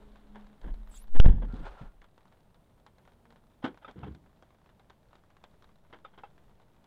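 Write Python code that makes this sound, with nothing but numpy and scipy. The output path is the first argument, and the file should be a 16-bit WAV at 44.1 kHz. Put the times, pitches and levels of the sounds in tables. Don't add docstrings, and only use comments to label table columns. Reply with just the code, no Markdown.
import sys
import numpy as np
from scipy import signal
from scipy.fft import rfft, irfft, next_fast_len
from scipy.io import wavfile

SR = 44100
rng = np.random.default_rng(int(sys.argv[2]) if len(sys.argv) > 2 else 0)


def boost(x):
    u = np.asarray(x, float) / 20
    return 10 ** u


def file_out(sig):
    cols = np.atleast_2d(sig).T
    lim = np.clip(cols, -1, 1)
    pcm = np.round(lim * 32767).astype(np.int16)
    wavfile.write(sys.argv[1], SR, pcm)


N = 302885
T = np.arange(N) / SR


# start in seconds, level in dB, fade in seconds.
BODY_JOLTS = [(.01, -47.5, 0.53), (.2, -51, 1), (.39, -48.5, 0.33), (0.614, -32, 0.31), (.69, -34.5, 0.34),
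              (.83, -42, 0.34), (.95, -46.5, 1), (1.57, -33, .15), (1.645, -42.5, 0.68), (1.8, -41, 0.14),
              (1.925, -51.5, 0.32)]
BOOM_COLOUR = [(10, -31), (20, 11), (33, 11.5), (45, 5), (75, -21), (100, -67.5)]
FLOOR_COLOUR = [(12, -31.5), (20, 5), (53, -0.5), (197, -3.5), (260, -9.5), (537, -13), (635, -10.5),
                (710, -15), (992, -16.5), (1110, -21.5), (2360, -30), (3580, -31), (5290, -37.5),
                (12600, -40), (15700, -41)]
# time in seconds, level in dB.
WHINE_LEVEL = [(0, -93.5), (2.5, -93.5), (3.6, -92), (4.2, -105)]
# centre in seconds, half length in seconds, pitch in Hz, level in dB
HUM_SWELLS = [(0.11, .17, 208.7, -60), (0.364, 0.076, 207.6, -50.5), (0.498, 0.099, 209, -60),
              (0.847, .13, 212, -61), (1.06, .1, 212.3, -66), (3.401, .25, 233.9, -67)]
# time in seconds, level in dB.
STREET_LEVEL = [(0.0, -64.5), (0.546, -69.5), (0.984, -73.5), (1.14, -88)]
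STREET_COLOUR = [(160, -29), (280, 5), (338, -12), (420, 1), (465, -6.5), (1020, -9.5), (2580, -23),
                 (3660, -20), (5340, -36), (9000, -37), (11700, -66.5), (19800, -120)]
# start in seconds, level in dB before each layer's own offset,
# glassy part in dB relative to that level.
LARGE_DROPS = [(0.357, -43.5, -33), (0.468, -56.5, -7), (0.614, -49.5, -6.5), (0.74, -49.5, -9),
               (0.812, -60, -12), (0.873, -53, -7), (1.079, -56, -8), (2.017, -46.5, -18),
               (2.042, -49, -18), (2.178, -50.5, -10.5), (2.254, -54, -18), (2.323, -51.5, -18),
               (2.544, -54.5, -7), (2.864, -43.5, -12), (2.983, -51, -11), (3.052, -53.5, -14),
               (3.075, -47, -25), (3.254, -51.5, -20), (3.304, -52.5, -9), (3.324, -53.5, -8),
               (3.359, -51, -28), (3.744, -52.5, -16), (3.774, -48.5, -11), (3.911, -48.5, -7.5),
               (3.99, -60, 0), (4.121, -61, -9), (4.148, -49.5, -5), (4.26, -53.5, -27.5),
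               (4.424, -46.5, -18.5), (4.505, -56, -13), (4.66, -52, -20), (4.795, -50, -13),
               (4.898, -50.5, -7.5), (5.13, -49.5, -17), (5.154, -50, -10), (5.237, -57.5, -13),
               (5.303, -52, -19.5), (5.367, -51.5, -16.5), (5.439, -41.5, -8.5), (5.623, -50.5, -9),
               (5.642, -53, -2.5), (5.69, -55, -12), (5.849, -58.5, -30), (6.379, -53.5, -32.5),
               (6.841, -53.5, -7)]
ROOF_COLOUR = [(180, -31.5), (300, -4), (857, 0), (1220, -1), (2690, -13.5), (3130, -17), (4610, -25.5),
               (7320, -29), (8160, -40.5), (10900, -41.5), (12000, -38), (15600, -84), (22000, -120)]
GLASS_COLOUR = [(1500, -38.5), (2800, -14), (3600, 6), (5000, -7.5), (8000, -17), (11000, -41)]
TRIM_COLOUR = [(240, -32.5), (400, -4.5), (563, -6.5), (850, -2), (1250, -9), (1460, -5), (1730, -11.5),
               (2270, -15), (2540, -22), (3240, -13.5), (4250, -30.5), (12000, -60), (15600, -89),
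               (22000, -120)]
# start in seconds, rattle level in dB, knock level in dB,
# thud level in dB, fade of the rattle in seconds.
KNOCK_EVENTS = [(0.64, -58, -50, -66, 0.21), (0.673, -55, -62, -48, 0.14), (1.1475, -43, -40, -68, 0.5),
                (1.198, -21, -45.5, -41.5, 0.11), (1.2443, -34.5, -27.5, -47, 0.02),
                (1.2551, -33, -27, -40, 0.046), (1.279, -45.5, -36, -25, 0.11),
                (1.33, -64, -58.5, -36, 0.3), (1.379, -58, -56, -44, 0.038),
                (1.4194, -48, -42.5, -42, 0.11), (1.483, -64, -60, -50, 0.077),
                (1.53, -63, -43.5, -43.5, 0.092), (1.583, -59, -53.5, -45, 0.19),
                (1.81, -62, -61.5, -45.5, 0.14), (3.640, -33, -33, -47.5, 0.12),
                (3.877, -51.5, -58.5, -71, 0.14), (3.957, -62, -52.5, -48, 0.5),
                (4.025, -57.5, -63, -41, 0.23), (4.064, -54, -40.5, -47, 0.089),
                (4.109, -68.5, -69, -48.5, 0.077), (5.926, -48.5, -54.5, -61, 0.11),
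                (6.176, -51.5, -58, -65, 0.1)]
# start in seconds, level in dB, fade in seconds.
SLIDING_PARTS = [(0.339, -55.5, 0.22), (.626, -60, 0.19), (3.621, -47.5, .03), (3.811, -61.5, 0.13),
                 (6.128, -63, 0.086)]
DOOR_COLOUR = [(240, -31), (400, -4), (481, -8), (900, -4.5), (1280, -18.5), (1640, -11.5), (2470, -27),
               (3380, -21.5), (4310, -44), (6890, -55), (12000, -66), (15600, -89), (22000, -120)]
PANEL_COLOUR = [(120, -40), (190, 2), (280, 4), (380, -4), (520, -7), (700, -66)]
THUD_COLOUR = [(40, -40), (65, -0.5), (90, -3.5), (135, -2), (200, -8), (280, -21), (400, -76.5)]
# time in seconds, pitch in Hz, level in dB shared by its layers.
HINGE_SQUEAK = [(.88, 14050, -81), (.897, 11860, -75), (.907, 9000, -76), (.913, 8100, -66),
                (.958, 7500, -63.5), (.97, 6450, -60), (.982, 7800, -59), (1.022, 10800, -67.5),
                (1.035, 12900, -69), (1.05, 13100, -87)]
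# frequency in Hz, level in dB at the hardest rub.
DOOR_SKIN = [(3550, -60), (4900, -73), (7800, -72), (10500, -67), (11200, -79), (13500, -78)]
# frequency in Hz, fade in seconds.
CABIN_MODES = [(6.12, .16), (35.1, .17), (37.94, .77), (68.81, .17)]
# start in seconds, then the signed push into
SLAM_BLOWS = [(1.1988, 6.57, 1.41, .08, -1.33), (1.2622, -2.1, -.52, -.19, -.53),
              (1.2854, 1.12, .84, .04, -.21)]
LATCH_COLOUR = [(710, -29.5), (1200, 0), (3110, 1), (4180, -33.5), (5000, -15.5), (6940, -26), (15000, -51)]
# time in seconds, level in dB of its grinding.
MOTOR_LOAD = [(1.47, -67), (1.526, -58), (1.598, -59.5), (1.686, -49.5), (1.73, -57.5), (1.79, -54),
              (1.845, -58), (1.92, -73)]
MOTOR_COLOUR = [(180, -36.5), (300, -16), (410, -1), (466, -10), (569, -1.5), (638, -7.5), (801, -2),
                (1230, -9), (1340, -3), (1850, -17), (3520, -23), (5320, -35.5), (9000, -43), (11700, -81),
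                (19800, -120)]
# start in seconds, level in dB before each layer's own offset.
RELAY_TICKS = [(3.846, -31.5), (4.032, -31), (6.048, -32), (6.235, -31.5)]
# frequency in Hz, relative level in dB on closing,
# relative level in dB on opening, fade in seconds.
RELAY_HOUSING = [(554, -0.5, -0.5, 0.043), (817, -7, 9, 0.065), (1287, 10, 3.5, 0.045),
                 (2384, -11.5, -29, 0.07), (2645, -13, -5, 0.059), (3600, -7, -41, 0.072),
                 (4800, -22, -27, 0.048)]

JOLT_RISE_S = 0.054
WHINE_SAG_HZ_PER_S = 66
PATTER_PER_S = 70
PATTER_OPEN_DB, PATTER_SHUT_DB = -63, -68
FLURRY_DB = 3.5
HARD_RISE_S, HARD_DB, SOFTEN = 0.0013, -30, 0.27
SCRAPE_RISE_S = 0.013
LOCKING_S = 3
RUB_S, RUB_HALF_S = 0.962, 0.018
NEAR_HZ, NEAR_DB = 500, -1
OVERLOAD = 0.4855


def unit(x):
    return x / np.sqrt(np.mean(x ** 2) + 1e-20)


def curves(rows):
    s, *columns = np.transpose(rows)
    beyond_s = np.maximum(s[0] - T, 0) + np.maximum(T - s[-1], 0)
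    *rest, db = [np.interp(T, s, column) for column in columns]
    return [*rest, np.maximum(db - 500 * beyond_s, -200)]


def wobble(rate, count=N):
    knot, part = np.divmod(T[:count] * rate, 1)
    knots = rng.standard_normal(int(count * rate / SR) + 2)
    eased = part * part * (3 - 2 * part)
    return np.interp(knot + eased, np.arange(len(knots)), knots)


def noise(colour):
    size = next_fast_len(N)
    hz, db = np.transpose(colour)
    bins_hz = np.fft.rfftfreq(size, 1 / SR)
    gain = boost(np.interp(np.log(bins_hz + 1), np.log(hz + 1), db))
    return unit(irfft(rfft(rng.standard_normal(size)) * gain, size)[:N])


def ragged(hz, width_hz, count=N):
    turn = 2 * np.pi * np.cumsum(hz + np.zeros(count)) / SR
    return wobble(width_hz, count) * np.sin(turn) + wobble(width_hz, count) * np.cos(turn)


def bursts(s, db, rise, hold, t60):
    power = np.zeros(N + 2 * SR)
    for start, level, up, flat, down in np.broadcast(s, db, rise, hold, t60):
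        t = np.arange(round((up + flat + down) * SR)) / SR
        fading = boost(level - 60 * np.maximum(t - up - flat, 0) / down)
        shape = fading * np.minimum(t / up, 1)
        power[round(start * SR):][:len(t)] += shape ** 2
    return np.sqrt(power[:N])


def background():
    s, db, t60 = np.transpose(BODY_JOLTS)
    boom = bursts(s, db, JOLT_RISE_S, 0.01, t60) * noise(BOOM_COLOUR)
    sagging = boost(2.5 * wobble(3)) * ragged(8700 - WHINE_SAG_HZ_PER_S * T, 700)
    steady = 0.9 * ragged(11000, 1200) + 0.87 * ragged(15000, 900)
    whine = boost(curves(WHINE_LEVEL)[0]) * (sagging + steady)
    whine = whine + boost(-94) * ragged(19000, 1200)
    floor = boost(-64 + 0.8 * wobble(7.6)) * noise(FLOOR_COLOUR)
    drift = boost(-65.5) * wobble(0.64)
    return boom + whine + floor + drift


def outside():
    s, half_s, hz, db = np.transpose(HUM_SWELLS)
    power = sum(boost(2 * d) * np.exp(-2 * ((T - c) / h) ** 2) for c, h, d in zip(s, half_s, db))
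    pitch_hz = np.interp(T, s, hz) * (1 + 0.009 * wobble(16))
    turn = 2 * np.pi * np.cumsum(pitch_hz) / SR
    tone = np.sin(turn) + 0.21 * wobble(11) * np.sin(2 * turn)
    hum = np.sqrt(power) * boost(4.4 * wobble(19)) * tone
    return hum + boost(curves(STREET_LEVEL)[0]) * noise(STREET_COLOUR)


def rain():
    chance = rng.random((round(PATTER_PER_S * N / SR), 3))
    small_s = chance[:, 0] * N / SR
    window_shut_s = MOTOR_LOAD[-1][0]
    small_db = np.where(small_s < window_shut_s, PATTER_OPEN_DB, PATTER_SHUT_DB)
    small_db = small_db + FLURRY_DB * wobble(10)[(chance[:, 0] * N).astype(int)]
    small_db = small_db - 3.0 * np.log(chance[:, 1])
    s, db, glassy_db = np.transpose(LARGE_DROPS)
    s, db = np.r_[s, small_s], np.r_[db, small_db]
    glassy_db = np.r_[glassy_db, -22 + 18 * chance[:, 2]]
    roof = bursts(s, db - 5, 0.001, 0.0007, 0.016) * noise(ROOF_COLOUR)
    glass = bursts(s, db + glassy_db - 7, 0.00061, 0.00099, 0.022) * noise(GLASS_COLOUR)
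    ring = bursts(s, db - 16.5, 0.003, 0.0072, 0.085) * noise(TRIM_COLOUR)
    return roof + glass + ring


def knocks():
    s, rattle_db, knock_db, thud_db, t60 = np.transpose(KNOCK_EVENTS)
    rattle = np.where(T < LOCKING_S, noise(DOOR_COLOUR), noise(TRIM_COLOUR))
    rattle = unit(boost(2.5 * wobble(300)) * rattle)
    rise = HARD_RISE_S * boost(SOFTEN * (HARD_DB - rattle_db))
    hold = 0.096 * t60
    struck = bursts(s, rattle_db, rise, hold, t60)
    slide_s, slide_db, slide_t60 = np.transpose(SLIDING_PARTS)
    sliding = bursts(slide_s, slide_db, SCRAPE_RISE_S, 0.082 * slide_t60, slide_t60)
    knock = bursts(s, knock_db, rise, hold, 1.6 * t60) * noise(PANEL_COLOUR)
    thud = bursts(s, thud_db, rise, hold, 1.4 * t60) * noise(THUD_COLOUR)
    return np.hypot(struck, sliding) * rattle + knock + thud


def hinge():
    n = round(SLAM_BLOWS[0][0] * SR)
    hz, db = np.array(curves(HINGE_SQUEAK))[:, :n]
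    rub = np.exp(-((T[:n] - RUB_S) / RUB_HALF_S) ** 2)
    skin = 0
    for mode_hz, mode_db in DOOR_SKIN:
        passing = boost(db + NEAR_DB) * np.exp(-((hz - mode_hz) / NEAR_HZ) ** 2)
        skin = skin + (boost(mode_db) * rub + passing) * ragged(mode_hz, 570, n)
    hiss = 0.5 * noise([(1500, -6.0), (3000, 0.5), (11000, -14), (15500, -7), (16000, -38.5)])[:n]
    rough = boost(3.1 * wobble(119.7, n)) * ragged(hz, 540, n)
    halo = 0.56 * ragged(1.06 * hz, 3000, n)
    squeak = boost(db) * (rough + halo + hiss)
    return np.pad(squeak + skin, (0, N - n))


def cabin_pressure():
    shut_s = SLAM_BLOWS[0][0]
    pile_up = -0.018 * np.clip((T - 0.9924) / 0.1, 0, 3) ** 5.587
    pressure = pile_up * np.exp(-np.maximum(T - shut_s, 0) / 0.001)
    pressure[T > shut_s + 0.05] = 0
    for s, *pushes in SLAM_BLOWS:
        age = np.maximum(T - s, 0)
        for push, (hz, t60) in zip(pushes, CABIN_MODES):
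            pressure = pressure + push * boost(-60 * age / t60) * np.sin(2 * np.pi * hz * age)
    return pressure


def latch():
    return bursts([SLAM_BLOWS[0][0]], -25.5, 0.00099, 0.004, 0.086) * noise(LATCH_COLOUR)


def motor():
    grind = unit(boost(1.06 * wobble(99) + 3.0 * wobble(30)) * noise(MOTOR_COLOUR))
    gear = 0.31 * boost(3.0 * wobble(11.47)) * ragged(1390, 70)
    return boost(curves(MOTOR_LOAD)[0]) * (grind + gear)


def relay():
    out, t = np.zeros(N + SR), np.arange(SR // 4) / SR
    for k, (s, db) in enumerate(RELAY_TICKS):
        ring = 0
        for hz, *levels, t60 in RELAY_HOUSING:
            chatter = 0.65 * signal.resample(rng.standard_normal(60), len(t))
            fading = boost(levels[k % 2] - 60 * t / t60)
            swell = 1 - np.exp(-t * 1200 / hz / 0.00082)
            ring = ring + fading * np.sin(2 * np.pi * hz * t + chatter) * swell
        out[round(s * SR):][:len(t)] += boost(db - 14.5) * ring
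    s, db = np.transpose(RELAY_TICKS)
    return out[:N] + bursts(s, db - 23.0, 0.0014, 0.0027, 0.16) * noise(TRIM_COLOUR)


def scene():
    mix = background() + outside() + rain() + knocks() + hinge()
    mix = mix + cabin_pressure() + latch() + motor() + relay()
    return mix[None]


def low_pass(x):
    return signal.sosfilt(signal.butter(12, 15840, fs=SR, output="sos"), x)


def record(dry):
    clipped = np.clip(dry, -OVERLOAD, OVERLOAD)
    return low_pass(clipped)


dry = scene()
out = record(dry)
file_out(out)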